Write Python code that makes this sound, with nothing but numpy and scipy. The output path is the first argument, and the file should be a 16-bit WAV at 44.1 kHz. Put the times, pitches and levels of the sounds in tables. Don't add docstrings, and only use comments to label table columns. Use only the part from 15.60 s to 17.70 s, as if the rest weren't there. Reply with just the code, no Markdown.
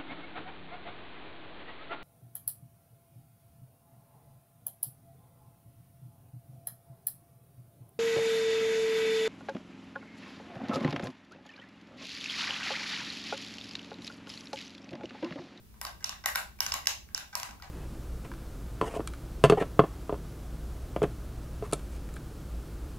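import sys
import numpy as np
from scipy import signal
from scipy.fft import rfft, irfft
from scipy.io import wavfile

SR = 44100
rng = np.random.default_rng(int(sys.argv[2]) if len(sys.argv) > 2 else 0)


def natural_amplitude(level_db):
    exponent = np.asarray(level_db, float) / 20
    return 10 ** exponent


def transcribe(u):
    v = np.clip(np.atleast_2d(u).T, -1, 1)
    q = np.round(v * 32767).astype(np.int16)
    wavfile.write(sys.argv[1], SR, q)


N = 92610
WAYS = 6
CONTACTS = 7


def across(points, hz):
    p = np.array(points, float)
    return np.interp(np.log(hz + 1), np.log(p[:, 0]), p[:, 1])


def level(x, db):
    return x * natural_amplitude(db) / np.sqrt(np.mean(x ** 2))


def tinted(points, rows):
    hz = np.arange(N // 2 + 1) * SR / N
    inside = (hz > points[0][0]) * (hz < points[-1][0])
    return rfft(rng.standard_normal((rows, N))) * natural_amplitude(across(points, hz)) * inside, hz


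def hiss():
    # (frequency [Hz], density [dB per Hz])
    hiss_colour = [(280, -33), (480, -23), (547, 1), (624, -8), (672, -5), (861, -5.5), (8430, -12),
                   (15800, -7)]
    spectrum, _ = tinted(hiss_colour, 2)
    return level(irfft(spectrum, N), -64)


def ventilation():
    # (frequency [Hz], density [dB per Hz])
    rumble_colour = [(18, -7), (33, -8), (44, -17), (85, -9), (150, -14), (205, -11), (260, -20),
                     (480, -25)]
    # (frequency [Hz], left-right likeness [0-1])
    likeness = [(30, 0.31), (80, 0.96), (180, 0.49), (350, .5), (600, .1)]
    fan_hz, fan_width_hz, fan_db = 59.2, 14, 16
    swell_db, lean_db = 2.4, 0.4
    sides = np.array([[1], [-1]])
    noise, hz = tinted(rumble_colour, 2)
    mid, side = noise * (1 + natural_amplitude(fan_db) / (1 + (2 * (hz - fan_hz) / fan_width_hz) ** 2))
    alike = np.clip(across(likeness, hz), 0, 1)
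    rumble = irfft(mid * np.sqrt(1 + alike) + side * np.sqrt(1 - alike) * sides, N)
    swell = np.interp(np.arange(N), np.linspace(0, N, num=12), rng.standard_normal(12))
    return level(rumble * natural_amplitude(swell_db * swell + lean_db / 2 * sides), -54)


def room(beads):
    # (band centre [Hz], t60 [s])
    bands = [(700, 0.34), (1400, 0.28), (2800, .32), (5600, 0.31), (11200, 0.25)]
    # (time [s], level [dB])
    echoes = [(.0125, -26), (.0205, -20)]
    gap_s, rise_s, hold_s, room_db = 0.0013, 0.0053, 0.026, 0
    t = np.arange(SR // 2) / SR
    hz = np.arange(len(t) // 2 + 1) * SR / len(t)
    noise = rfft(rng.standard_normal((WAYS, 2, len(t))))
    tail = 0
    for k, (_, t60_s) in enumerate(bands):
        share = across([(centre_hz, float(j == k)) for j, (centre_hz, _) in enumerate(bands)], hz)
        tail = tail + irfft(noise * share) * natural_amplitude(-60 * np.maximum(t - hold_s, 0) / t60_s)
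    tail = tail * (1 - np.exp(-np.maximum(t - gap_s, 0) / rise_s))
    tail = tail * natural_amplitude(room_db) / np.sqrt(np.sum(tail ** 2) / 2)
    for k, (s, db) in enumerate(echoes):
        tail[k + 1, [0, 1], int(s * SR) + rng.integers(12, size=2)] += natural_amplitude(db)
    return signal.fftconvolve(beads[:, None], tail, axes=2).sum(axis=0)[:, :N]


def port(x, points):
    cepstrum = irfft(np.log(natural_amplitude(across(points, np.linspace(0, SR / 2, num=513)))))
    cepstrum[1:512] *= 2
    cepstrum[513:] = 0
    response = irfft(np.exp(rfft(cepstrum)))[:512]
    return signal.fftconvolve(x, response)[:N]


def microphones(beads, wet):
    # (frequency [Hz], gain [dB])
    near_left = [(500, -14.5), (2000, -2.5), (3800, -11), (5600, -4.5), (7200, -4.5), (8800, -5),
                 (12000, -3), (15500, -3)]
    # (frequency [Hz], gain [dB])
    near_right = [(500, -12), (2000, -3.5), (3700, -17), (5700, 6), (7000, -9), (8400, -40.5),
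                  (12000, -0.5), (15500, -21.5)]
    # (frequency [Hz], gain [dB])
    round_left = [(500, -7.5), (2000, -3), (3800, -12.5), (5300, -10.5), (6300, -8), (8800, -5),
                  (12000, -8), (15500, -7)]
    # (frequency [Hz], gain [dB])
    round_right = [(500, -7.5), (2000, -5), (3800, -12.5), (5600, -6.5), (7000, -11), (8100, -16),
                   (10000, -7), (15500, -11)]
    # (frequency [Hz], gain [dB])
    aside = [(1000, -45), (4000, -13.5), (12000, 1.5)]
    left_leads_s = 5e-5
    late = np.roll(beads[0] + port(beads[1], aside), int(round(left_leads_s * SR)))
    left = port(beads[0], near_left) + port(wet[0], round_left)
    right = port(late, near_right) + port(wet[1], round_right)
    return np.array([left, right])


def ring(modes, db, onsets, sizes, t):
    rise_cycles, detune_share, mode_scatter_db = 0.21, 0.041 / 4, 4
    hz, mode_db, t60_s = np.array(modes).T[:, :, None, None]
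    age = np.maximum(t - onsets[:, None], 0)
    rise = 1 - np.exp(-age * hz / rise_cycles)
    swing = np.sum(rise * np.exp(-np.log(1000) * age / t60_s) * sizes[:, None], axis=1)
    detune, scatter = rng.standard_normal((2, WAYS, len(modes), 1))
    cycles = hz[:, 0] * (1 + detune_share * detune * [[[4]]] * across_ways()) * t
    each = swing * np.sin(2 * np.pi * (cycles + rng.random(detune.shape)))
    each = each / np.sqrt(np.sum(each ** 2, axis=2, keepdims=True))
    y = np.sum(each * natural_amplitude(mode_db[:, 0] + mode_scatter_db * scatter), axis=1)
    return y * natural_amplitude(db) * np.sqrt(.004 * SR / np.sum(y ** 2, axis=1, keepdims=True))


def across_ways():
    return np.array([0.25] + [1] * (WAYS - 1))[:, None, None]


def abacus(rows, chatter_s, fade_db, count):
    # (frequency [Hz], level [dB], t60 [s])
    frame_modes = [(626, -5.5, 0.02), (815, -2, 0.031), (971.5, -3, 0.034), (1092, -4, 0.066),
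                   (1230, -2.5, 0.009), (1554, -2.5, 0.039), (1950, -6.5, 0.035), (2277, -4, 0.0054)]
    # (frequency [Hz], level [dB], t60 [s])
    bead_modes = [(2865, 3.5, 0.0032), (3595, 0.5, 0.013), (3950, 5.5, 0.0023), (4600, -2, 0.018),
                  (5296, 1.5, 0.0027), (6250, -2.5, 0.017), (7170, 0.5, 0.002)]
    # (frequency [Hz], level [dB], t60 [s])
    tick_modes = [(8020, -3.5, 0.009), (9600, -4, 0.009), (10200, 0, 0.0013), (11400, -13, 0.0018),
                  (11520, 7.5, 0.0016), (13500, -0.5, 0.012), (12600, -3.5, 0.0077), (16000, -3.5, 0.0014)]
    knock_db, knock_cycles = 5.5, 19.7
    contact_scatter_db, low_cut_hz = 9.5, 493
    out, t = np.zeros((WAYS, N + SR)), np.arange(SR // 22) / SR
    for s, bead_db, frame_db, tick_db, knock_hz in rows:
        at = int(s * SR)
        slots = (np.arange(count) + rng.random(count)) / count
        onsets = s - at / SR + (slots - slots[0]) * chatter_s
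        sizes = natural_amplitude(contact_scatter_db * rng.standard_normal(count) + fade_db * slots)
        frame, bead = frame_modes, bead_modes
        knock = [(knock_hz, knock_db, knock_cycles / knock_hz)]
        if knock_hz < bead_modes[0][0] * .9:
            frame = frame_modes + knock
        else:
            bead = bead_modes + knock
        for modes, db in ((bead, bead_db), (frame, frame_db), (tick_modes, tick_db)):
            out[:, at:at + len(t)] += ring(modes, db, onsets, sizes, t)
    return signal.sosfilt(signal.butter(4, low_cut_hz, "high", fs=SR, output="sos"), out[:, :N])


def slides():
    # (time [s], bead level [dB], frame level [dB], tick level [dB], knock pitch [Hz])
    slide_events = [
        (.405, -51, -47, -58, 1650),
        (.420, -46, -45, -68, 2085),
        (.642, -53, -37, -67, 2100),
        (1.728, -41.5, -35, -61, 1522),
        (2.027, -44, -37.5, -57, 750),
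    ]
    return abacus(slide_events, chatter_s=0.019, fade_db=-9, count=24)


def touches():
    # (time [s], bead level [dB], frame level [dB], tick level [dB], knock pitch [Hz])
    touch_events = [(.140, -67, -52, -62, 950), (.267, -35.5, -38, -58, 4600), (.521, -56, -48, -60, 1510),
                    (.526, -48, -40, -59, 1690), (1.231, -55, -44, -58, 1030),
                    (.639, -39.5, -33.5, -62, 1996), (.751, -31.5, -28.5, -61, 1390),
                    (.988, -53, -43, -56, 2380), (1.257, -35.5, -43.5, -50, 2040),
                    (1.488, -62, -49.5, -64, 1620), (1.605, -63, -39, -62, 1500),
                    (1.742, -56, -45, -63, 1500), (1.888, -56, -37, -67, 970),
                    (1.909, -44.5, -44, -54, 980), (1.998, -59, -46, -62, 1410)]
    return abacus(touch_events, chatter_s=0.00396, fade_db=-22, count=CONTACTS)


def taps():
    # (time [s], bead level [dB], frame level [dB], tick level [dB], knock pitch [Hz])
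    tap_events = [
        (.250, -28.5, -27.5, -37, 1083),
        (.4425, -22.5, -33.5, -34.5, 5560),
        (.493, -26.5, -33, -40.5, 1067),
        (1.063, -23.5, -29, -33.5, 1500),
        (1.5465, -23.5, -35, -40, 5430),
        (1.5765, -27.5, -34.5, -36, 1554),
        (1.799, -31, -34, -39.5, 4560),
    ]
    return abacus(tap_events, chatter_s=0.001758, fade_db=-5.5, count=CONTACTS)


def clicks():
    # (time [s], bead level [dB], frame level [dB], tick level [dB], knock pitch [Hz])
    click_events = [
        (.214, -31.5, -31, -30.5, 1010),
        (.6585, -19.5, -19.5, -21, 1950),
        (0.7558, -20.5, -19.5, -23, 1470),
        (1.0044, -19.5, -26.5, -24.5, 5540),
        (1.119, -21, -29, -43, 5200),
        (1.138, -23.5, -24.5, -28.5, 1080),
        (1.270, -13.5, -27, -24.5, 6250),
        (1.753, -25, -26, -28.5, 964),
        (1.830, -28, -30, -37.5, 1034),
        (2.023, -38.5, -39, -54, 4600),
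    ]
    return abacus(click_events, chatter_s=0.00305, fade_db=-3.5, count=CONTACTS)


def scene():
    beads = clicks() + touches() + taps() + slides()
    return microphones(beads, room(beads)) + ventilation() + hiss()


def band_limit(x):
    return signal.sosfilt(signal.butter(12, 16810, fs=SR, output="sos"), x)


def record(dry):
    top_cut = signal.ellip(6, .3, 50, 15460, fs=SR, output="sos")
    mix = signal.sosfilt(top_cut, dry)
    return band_limit(mix)


dry = scene()
out = record(dry)
transcribe(out)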